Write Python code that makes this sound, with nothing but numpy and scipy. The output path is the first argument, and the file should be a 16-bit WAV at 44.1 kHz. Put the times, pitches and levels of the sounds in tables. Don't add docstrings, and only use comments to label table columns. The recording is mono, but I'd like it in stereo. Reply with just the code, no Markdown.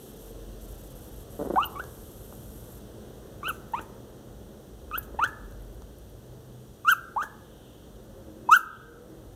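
import sys
import numpy as np
from scipy import signal
from scipy.fft import rfft, irfft, next_fast_len
from scipy.io import wavfile
from scipy.ndimage import uniform_filter1d

SR = 44100
rng = np.random.default_rng(int(sys.argv[2]) if len(sys.argv) > 2 else 0)


def wrap_up_sound(samples):
    columns = np.atleast_2d(samples).T
    tamed = np.clip(columns, -1, 1)
    steps = np.round(tamed * 32767).astype(np.int16)
    wavfile.write(sys.argv[1], SR, steps)


N = 412750
TIME = np.arange(N) / SR
CUTOFF_HZ = 15800
SIDE = np.array([[.5], [-.5]])

# start in seconds; times of push, dip, swell, top and end in seconds
# from the start; time of the register break and width of the flick in seconds; starting, head-voice and
# top pitch in Hz; levels in dB at push, dip, swell and top for the fundamental, for the second harmonic
# and for the upper harmonics; fade after the top in dB per second; level of the opening catch in dB.
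YIPS = [(1.560, (.003, .019, .056, .082, .093), 0.02, 0.023, (745, 1050, 1470), (-20, -14.5, -25, -36),
        (-30, -46, -38, -24), (-70, -68, -62, -64), 400, -22), (1.758, (.012, .033, .045, .058, .062),
        .005, .016, (1120, 1105, 1730), (-34.5, -44, -27.5, -32.5), (-35, -47, -50, -58),
        (-72, -70, -66, -65), 600, -44), (3.432, (.004, .013, .031, .053, .078),
        0.0023, 0.016, (1070, 1184, 1565), (-33.5, -39, -33, -27), (-39, -30, -29.5, -32),
        (-65, -61, -60, -71), 80, -30), (3.737, (.005, .028, .050, .064, .071),
        .012, 0.0077, (876, 1100, 1880), (-20, -41, -36, -36), (-33.5, -31, -36, -53), (-68, -63, -70, -66),
        500, -38), (4.914, (.004, .012, .035, .057, .064), .003, .014, (1200, 1170, 1720),
        (-37, -39.5, -29, -29), (-45, -43, -31, -37.5), (-72, -74, -64, -61), 300, -27),
        (5.191, (.004, .017, .046, .066, .072), 0.0075, 0.018, (824, 1080, 1770),
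        (-19.5, -32.5, -18, -15.5), (-30.5, -37, -28, -31), (-71, -73, -60, -52), 300, -34),
        (6.85, (.004, .018, .038, .058, .085), 0.0065, .022, (1130, 1160, 1605), (-29, -31, -13.5, -11.5),
        (-47, -42, -21, -24), (-70, -70, -42, -36), 302, -37), (7.164, (.006, .026, .054, .067, .073),
        .013, 0.011, (825, 1090, 1744), (-19.5, -28, -27.5, -18.5), (-49, -54, -40.5, -40),
        (-73, -75, -60, -46), 400, -35.5), (8.491, (.005, .016, .039, .064, .081),
        0.011, 0.018, (898, 1147, 1600), (-14, -26.5, -5, -5), (-47, -52, -14.5, -23.5),
        (-70, -53, -31, -32.5), 500, -35.5)]


def from_db(db):
    return 10 ** (np.asarray(db) / 20)


def rms_one(x):
    return x / np.sqrt(np.mean(x ** 2) + 1e-20)


def at_hz(points, hz, column=1):
    points = np.array(points)
    return np.interp(np.log(np.maximum(hz, 1)), np.log(points[:, 0]), points[:, column])


def envelope(points):
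    return from_db(np.interp(TIME, *np.transpose(points)))


def filtered(x, response):
    size = next_fast_len(N + 8192)
    return irfft(rfft(x, size) * response(np.fft.rfftfreq(size, 1 / SR)), size)[..., :N]


def drift(rate, size=N):
    steps = np.arange(size) * rate / SR
    count = int(steps[-1]) + 2
    return np.interp(steps, np.arange(count), rng.standard_normal(count))


def noise(colour):
    return rms_one(filtered(rng.standard_normal(N), lambda hz: from_db(at_hz(colour, hz))))


def span(start, length, edge_s):
    at = np.arange(int((start - edge_s) * SR), int((start + length + edge_s) * SR))
    age = at / SR - start
    inside = np.clip(np.minimum(age, length - age) / edge_s + 1, 0, 1)
    return at, np.clip(age, 0, length), np.sin(np.pi / 2 * inside) ** 2


def knock(low_hz, high_hz):
    band = signal.butter(2, [low_hz, high_hz], "band", fs=SR, output="sos")
    pulse = signal.sosfilt(band, signal.unit_impulse(1024))
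    return pulse / np.abs(pulse).max()


def ringing(taps, resonances):
    pulse = sum(from_db(level) * knock(max(hz - width / 2, 30), min(hz + width / 2, CUTOFF_HZ))
                for hz, width, level in resonances)
    return signal.oaconvolve(taps, pulse)[:N]


def diffuse(colour, low_hz, high_hz):
    # frequency in Hz, left minus right level in dB.
    balance = [(60, -2.5), (130, -2.5), (290, -3.5), (640, -0.5), (1410, -1.0), (3100, -1), (6820, -4),
               (15000, -6.5)]
    # frequency in Hz, share of the power in common.
    coherence = [(30, 0.48), (70, 0.41), (150, 0.39), (300, 0.62), (700, 0.69), (2000, 0.1), (14000, 0.099)]
    # frequency in Hz, left lead in radians.
    lead = [(30, -2), (75, -1.3), (130, -1), (250, 0.5), (14000, 1.5)]

    def shape(hz, share):
        edges = 1 / np.sqrt((1 + (low_hz / (hz + 1)) ** 12) * (1 + (hz / high_hz) ** 12))
        return edges * from_db(at_hz(colour, hz) + SIDE * at_hz(balance, hz)) * np.sqrt(share)

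    common = filtered(rng.standard_normal(N),
                      lambda hz: shape(hz, at_hz(coherence, hz)) * np.exp(1j * SIDE * at_hz(lead, hz)))
    own = filtered(rng.standard_normal((2, N)), lambda hz: shape(hz, 1 - at_hz(coherence, hz)))
    return rms_one(common + own)


def rumble(deep_lift_db=5.0, middle_lift_db=2.0):
    # frequency in Hz, relative density in dB.
    colour = [(13, -34), (22, -25.5), (48, 2.5), (86, -5), (122, -2), (157, -13), (210, -9.5), (245, -14.5),
              (314, -11.5), (360, -11.5), (509, -12.5), (617, -18), (979, -28), (1440, -28.5),
              (2200, -33.5), (2860, -81), (4840, -120)]
    # time in seconds, level before the lift in dB.
    deep_levels = [(0.0, -58), (0.21, -62), (0.42, -54), (0.65, -51.5), (1.07, -50), (2.71, -50.5),
                   (2.82, -54), (3.49, -51.5), (4.04, -55), (5.47, -47.5), (5.63, -49.5), (6.07, -52.5),
                   (6.54, -55), (6.91, -61), (8.26, -52.5), (8.47, -56.5), (9.12, -57.5), (9.36, -49)]
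    middle_levels = [(0.0, -48.5), (1.72, -47), (2.06, -48.5), (3.7, -46.5), (4.82, -50.5), (5.03, -47),
                     (6.07, -51.5), (6.47, -50), (6.7, -52.5), (8.42, -49), (8.6, -52), (9.15, -49),
                     (9.36, -51.5)]
    deep = envelope(deep_levels) * diffuse(colour, low_hz=27, high_hz=100)
    middle = envelope(middle_levels) * diffuse(colour, low_hz=115.6, high_hz=1840)
    return from_db(deep_lift_db) * deep + from_db(middle_lift_db) * middle


def hiss():
    # frequency in Hz, relative density in dB.
    colour = [(1180, -30.5), (2000, -3), (2240, -9), (3220, 1.5), (4000, -3), (5100, -8), (5910, -1),
              (7160, -8), (7410, -7.5), (8360, -3), (9690, -7), (12700, -7), (13700, -2.5), (15500, -13.5),
              (15900, -23)]
    # time in seconds, level in dB.
    levels = [(0, -55.5), (2.8, -57), (4.2, -59.5), (9.36, -61)]
    return envelope(levels) * diffuse(colour, low_hz=2340, high_hz=17200)


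def pulsing(level_db=-73.5, rate_hz=14.0):
    pulses = np.sin(np.pi * rate_hz * TIME) ** 4
    return from_db(level_db) * pulses * noise([(13000, -50.5), (14000, 1.5), (15000, -51.0)])


def hum(flicker_db=2):
    # frequency in Hz, level in dB.
    tones = [(217, -60), (6960, -78.5)]
    return sum(from_db(level + flicker_db * drift(3.6)) * np.sin(2 * np.pi * hz * TIME + drift(5))
               for hz, level in tones)


def sizzle(level_db=-54, flicker_db=1.5, stutters_per_s=80):
    # start and end in seconds, steadiness (0 half on, 2 nearly always on).
    spells = [(0, .32, .6), (.61, 1.87, .45), (1.87, 2.79, 1.5)]
    # frequency in Hz, relative density in dB.
    colour = [(5000, -16), (6000, -13), (8500, -6), (10300, -10.5), (11400, -2), (12100, -5), (12800, 0),
              (13300, -1), (13800, -18)]
    chance = drift(stutters_per_s)
    on = sum(1. * ((TIME >= start) & (TIME < end) & (chance < steady)) for start, end, steady in spells)
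    gain = uniform_filter1d(on, size=130) * from_db(level_db + flicker_db * drift(300))
    return gain * diffuse(colour, low_hz=5160, high_hz=15000)


def far_tones(waver=0.017, flicker_db=1.5):
    # start and end in seconds, first and last frequency in Hz, level in dB.
    tones = [(.1, 1.05, 46, 44.9, -44), (0.101, 0.447, 440, 455, -52), (5.306, 5.9, 47.6, 47, -47.5),
             (6.1, 6.752, 122.8, 126, -49.5), (2.82, 3.12, 213, 217, -50.5), (8.081, 8.425, 547, 525, -54),
             (8.207, 8.677, 315, 339.6, -50.5), (8.399, 8.534, 360, 404, -51.5), (8.8, 9.13, 435, 526, -53),
             (9.057, 9.252, 326, 322, -51)]
    out = np.zeros(N)
    for start, end, first_hz, last_hz, level in tones:
        at = np.arange(int(start * SR), int(end * SR))
        along = np.linspace(0, 1, len(at))
        hz = (first_hz + (last_hz - first_hz) * along) * (1 + waver * drift(30, len(at)))
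        swell = np.sqrt(np.abs(np.sin(np.pi * along))) * from_db(level + flicker_db * drift(20, len(at)))
        out[at] += np.sqrt(2) * swell * np.sin(2 * np.pi * np.cumsum(hz) / SR)
    return out


def growl(unevenness_db=2.1, rattle_s=0.021, rattle_db=-23, mouth_cutoff_hz=1960):
    # start and end in seconds, pulses per second, level in dB.
    bursts = [(1.3925, 1.431, 146, -18.5), (1.450, 1.475, 137, -22), (1.5015, 1.511, 178, -17),
              (1.538, 1.547, 182, -15.5), (5.142, 5.149, 200, -30)]
    # frequency and bandwidth in Hz, gain in dB.
    formants = [(388, 350, -4), (813, 98, -43), (1380, 360, -29), (1860, 150, -26)]
    flaps = np.zeros(N)
    for start, end, rate, level in bursts:
        at = (np.arange(start, end, 1 / rate) * SR).astype(int)
        flaps[at] = from_db(level + unevenness_db * rng.standard_normal(len(at)))
    shaking = signal.lfilter([1], [1, -np.exp(-1 / (rattle_s * SR))], flaps + 1e-18)
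    tissue = noise([(110, -29.5), (175, 1.5), (260, -3.5), (390, -1.5), (540, -2.0), (800, -16.0),
                    (1800, -26), (4000, -76)])
    closed_mouth = signal.butter(6, mouth_cutoff_hz, fs=SR, output="sos")
    return from_db(rattle_db) * shaking * tissue - signal.sosfilt(closed_mouth, ringing(flaps, formants))


def catches(lead_s=.0008):
    # frequency and bandwidth in Hz, gain in dB.
    formants = [(1410, 500, 0.5), (2850, 700, -18)]
    pops = np.zeros(N)
    for start, *_, level in YIPS:
        pops[int((start - lead_s) * SR)] = from_db(level)
    return ringing(pops, formants)


def yip_pitch(age, break_s, top_s, flick_s, start_hz, head_hz, top_hz):
    break_width_s, creep_hz_per_s, sink_hz_per_s = 0.0041, 2900, 5000
    head = (1 + np.tanh((age - break_s) / break_width_s / 2)) / 2
    creep = head_hz + creep_hz_per_s * np.minimum(age, top_s) - sink_hz_per_s * np.maximum(age - top_s, 0)
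    flick = np.exp(-np.abs((age - top_s) / flick_s) ** 1.6)
    return start_hz + head * (creep - start_hz) + flick * (top_hz - head_hz - creep_hz_per_s * top_s)


def yip_level(age, marks, levels_db, fade_db_per_s, lead, rise_db=3.5):
    push_s, dip_s, swell_s, top_s = marks
    push, dip, swell, top = levels_db
    times = [0, push_s, dip_s, (dip_s + swell_s) / 2, swell_s, top_s]
    levels = [push - rise_db, push, dip, dip + lead * (swell - dip), swell, top]
    return np.interp(age, times, levels) - fade_db_per_s * np.maximum(age - top_s, 0)


def yips(jitter=0.008, waver=0.012, shimmer_db=1.56, breath_db=-8, throat_air_db=-28.0):
    # frequency in Hz, gain in dB.
    throat = [(1500, 1), (1800, 3), (2100, -2.5), (2350, -5.5), (2520, 1), (2700, -0.5), (2850, -1.5),
              (3000, -6.5), (3250, -10), (3550, -22)]
    muzzle = [(3000, -9), (3600, -9.5), (4200, -6.5), (4900, -6.5), (5500, -3), (6200, 0.5), (6750, -6),
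              (7300, -1.5), (7800, -10), (8250, -3), (9000, -19.5), (9900, -21.5), (11150, -6),
              (12300, -22), (13800, -7), (15000, -16.5), (16000, -21)]
    # frequency in Hz, level relative to the second in dB.
    pressed = [(2250, -10.5), (2900, -17.5), (3500, -28.5), (4100, -33.0), (4600, -37.5)]
    second_flutter_db, upper_flutter_db, upper_extra_fade_db_per_s = 3.0, 2.5, 500
    second_rasp_rad, upper_rasp_rad = .4, .45
    muzzle_air = noise(muzzle)
    throat_air = noise([(2100, -25.5), (2600, 2.5), (3000, -4.5), (3450, -18), (3950, -9.5), (4600, -24)])
    out = np.zeros(N)
    for start, (*marks, length), break_s, flick_s, pitches, first_db, second_db, upper_db, fade, _ in YIPS:
        at, age, gate = span(start, length, edge_s=.003)
        size = len(at)
        first = yip_level(age, marks, first_db, fade, lead=0.68)
        shaky = np.interp(first, [-28.5, -10.5], [1, 0.41])
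        pitch = yip_pitch(age, break_s, marks[-1], flick_s, *pitches)
        pitch *= 1 + shaky * waver * drift(150, size)
        second = yip_level(age, marks, second_db, fade, lead=0.53) + at_hz(throat, 2 * pitch)
        second += shaky * second_flutter_db * drift(300, size)
        upper = yip_level(age, marks, upper_db, fade + upper_extra_fade_db_per_s, lead=0.8)
        phase = 2 * np.pi * np.cumsum(pitch * (1 + shaky * jitter * drift(700, size))) / SR
        tone = from_db(first) * np.sin(phase)
        tone += from_db(second) * np.sin(2 * phase + second_rasp_rad * drift(600, size))
        tone += from_db(second + at_hz(pressed, 3 * pitch)) * np.sin(3 * phase)
        for k in range(3, 12):
            level = upper + at_hz(muzzle, k * pitch) + upper_flutter_db * drift(200, size)
            tone += from_db(level) * np.sin(k * phase + upper_rasp_rad * drift(1000, size))
        breath = from_db(upper + breath_db) * muzzle_air[at]
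        breath += from_db(second + throat_air_db) * throat_air[at]
        breath *= 1 + np.sin(phase)
        shimmer = from_db(shaky * shimmer_db * drift(400, size))
        out[at] += gate * (np.sqrt(2) * tone * shimmer + breath)
    return out


def mouth_clicks():
    # time in seconds, pop level in dB, snap relative to pop in dB.
    clicks = [(1.644, -28, -3), (1.7982, -23.5, -25), (1.840, -29.5, -3), (2.326, -31.5, -19),
              (3.481, -24, -8), (3.794, -24, -21), (4.977, -25, -12), (5.2402, -24, 3.5), (5.247, -25, 2.5),
              (5.523, -43, 3), (5.821, -35.5, -2), (7.229, -26, -5), (7.242, -30, -6)]
    # frequency and bandwidth in Hz, gain in dB.
    resonances = [(4420, 480, -11.5), (6400, 940, -8.5), (8400, 850, -15), (9100, 6800, -6)]
    pops, snaps = np.zeros((2, N))
    for start, level, treble in clicks:
        pops[int(start * SR)] = from_db(level)
        snaps[int(start * SR)] = from_db(level + treble)
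    return signal.oaconvolve(pops, knock(low_hz=266, high_hz=1180))[:N] + ringing(snaps, resonances)


def whistles(lower_ratio=0.774, main_jitter=.009, lower_jitter=.036, rise_hz=400, arch_db=17):
    # start and length in seconds, top pitch and final droop in Hz,
    # levels of the main and the lower tone in dB.
    calls = [(1.648, 0.026, 13900, 350, -33, -48), (3.481, 0.025, 14350, 1400, -36, -37),
             (4.977, 0.016, 14150, 350, -23.5, -36.5), (6.912, 0.021, 14600, 1500, -26, -35),
             (8.558, .026, 14550, 500, -26, -35.5)]
    crest = .4
    out = np.zeros(N)
    for start, length, top_hz, droop_hz, main_db, lower_db in calls:
        at, age, gate = span(start, length, edge_s=0.0024)
        along = age / length
        drop_db = arch_db * (2 * along - 1) ** 2
        rising = np.maximum(1 - along / crest, 0)
        falling = np.maximum(along - crest, 0) / (1 - crest)
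        pitch = top_hz - rise_hz * rising ** 2 - droop_hz * falling ** 2
        for ratio, level, jitter in ((1, main_db, main_jitter), (lower_ratio, lower_db, lower_jitter)):
            phase = 2 * np.pi * np.cumsum(ratio * pitch * (1 + jitter * drift(2000, len(at)))) / SR
            out[at] += np.sqrt(2) * gate * from_db(level - drop_db) * np.sin(phase)
    return out


def nose_puffs(rise_s=.003):
    # start and decay time in seconds, level in dB.
    puffs = [(3.482, 0.055, -44), (3.811, 0.013, -43.5), (5.026, 0.015, -45), (5.238, .012, -44),
             (5.272, 0.02, -46), (6.888, 0.022, -38), (6.913, 0.017, -36), (7.23, 0.019, -43.5),
             (8.516, 0.048, -39), (8.555, 0.022, -31)]
    # frequency in Hz, relative density in dB.
    colour = [(1500, 0), (3800, -9), (5000, -15), (6500, -3), (9500, -8), (11200, 0.5), (12600, -8.5),
              (14200, -2.5), (16000, -14.5)]
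    flow = np.zeros(N)
    for start, decay, level in puffs:
        age = np.maximum(TIME - start, 0)
        flow += from_db(level) * np.minimum(age / rise_s, 1) * np.exp(-np.minimum(age / decay, 50))
    return flow * noise(colour)


def fur(decay_s=0.0023):
    # start in seconds, level in dB.
    scuffs = [(3.559, -56), (3.685, -53), (3.723, -46), (3.856, -53), (5.448, -57), (5.511, -51),
              (5.537, -55), (5.623, -52), (5.649, -56), (5.726, -53), (5.747, -52), (5.985, -49),
              (6.097, -52)]
    # frequency in Hz, relative density in dB.
    colour = [(6000, -20), (9000, -8), (11500, 4), (13500, 0), (15500, -14)]
    rub = np.zeros(N)
    for start, level in scuffs:
        at, age, gate = span(start, 10 * decay_s, edge_s=.001)
        rub[at] += from_db(level) * gate * np.exp(-age / decay_s)
    return rub * noise(colour)


def sniffs():
    # middle and half length in seconds, level in dB.
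    intakes = [(7.68, 0.28, -63.5), (8.742, .13, -61)]
    flow = sum(from_db(level) * np.exp(-np.minimum(((TIME - middle) / half) ** 2, 50))
               for middle, half, level in intakes)
    return flow * noise([(2000, -27.0), (2900, -8), (3300, -10), (3700, -14), (4500, -39.5)])


def ports(x):
    # frequency in Hz, left minus right level in dB, left lead in radians.
    differences = [(250, 0.5, 1.18), (500, 5, -0.3), (700, 5.5, 1.84), (870, 16.5, 1.65), (1000, 11.5, 1),
                   (1150, 4.5, 0.85), (1340, 0.5, .5), (1452, -13, 0.76), (1530, -9.5, 2.5),
                   (1599, -4.5, 3), (1780, 2, 3.5), (2300, 0.5, 3.5), (2460, -2, 3.5), (2567, -4.5, 3.5),
                   (2580, -9.5, 3), (2830, -13, 3), (2930, -5.5, 1.5), (3200, 0.5, -1), (3750, -1, 1),
                   (4450, -2, -3), (6300, -4, -1.15), (11000, -11.5, -1.5), (14000, -12, -1.5)]

    def response(hz):
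        gains = from_db(SIDE * at_hz(differences, hz))
        phase = SIDE * at_hz(differences, hz, column=2)
        return gains / np.sqrt(np.mean(gains ** 2, axis=0)) * np.exp(1j * phase)

    return filtered(x, response)


def room(x, early_db=-17.0, early_t60=0.28, late_db=-18.5, late_t60=0.83, wall_hz=1850):
    # frequency in Hz, gain in dB.
    colour = [(300, -2), (780, 5), (1000, 0.5), (1250, 2), (1520, 0), (1800, -3.5), (2600, -5), (3200, -1),
              (7000, 2), (14000, -2)]
    t = np.arange(SR) / SR
    early, late = rng.standard_normal((2, 2, SR)) * (t > .004)
    early = from_db(early_db) * rms_one(early * from_db(-60 * t / early_t60))
    late = from_db(late_db) * rms_one(late * from_db(-60 * t / late_t60))
    late = signal.sosfilt(signal.butter(3, wall_hz, fs=SR, output="sos"), late)
    sent = filtered(x, lambda hz: from_db(at_hz(colour, hz)))
    return signal.fftconvolve(sent[None], (early + late) / np.sqrt(SR), axes=1)[:, :N]


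def scene():
    puppy = yips() + catches() + whistles() + growl() + mouth_clicks() + nose_puffs() + sniffs() + fur()
    near = ports(puppy) + room(puppy)
    rightward = from_db([[-2.0], [1.5]])
    background = rumble() + hiss() + rightward * (pulsing() + hum()) + sizzle() + rightward * far_tones()
    return near + background


def record(dry, limit_db=-9, recovery_db_per_s=8.5):
    power = uniform_filter1d(np.mean(dry ** 2, axis=0), size=180)
    over_db = np.maximum(10 * np.log10(np.maximum(power, 1e-12)) - limit_db, 0)
    held_db = np.maximum.accumulate(over_db + recovery_db_per_s * TIME) - recovery_db_per_s * TIME
    low_pass = signal.ellip(10, .1, 80, CUTOFF_HZ, fs=SR, output="sos")
    return signal.sosfilt(low_pass, dry * from_db(-held_db))


dry = scene()
out = record(dry)
wrap_up_sound(out)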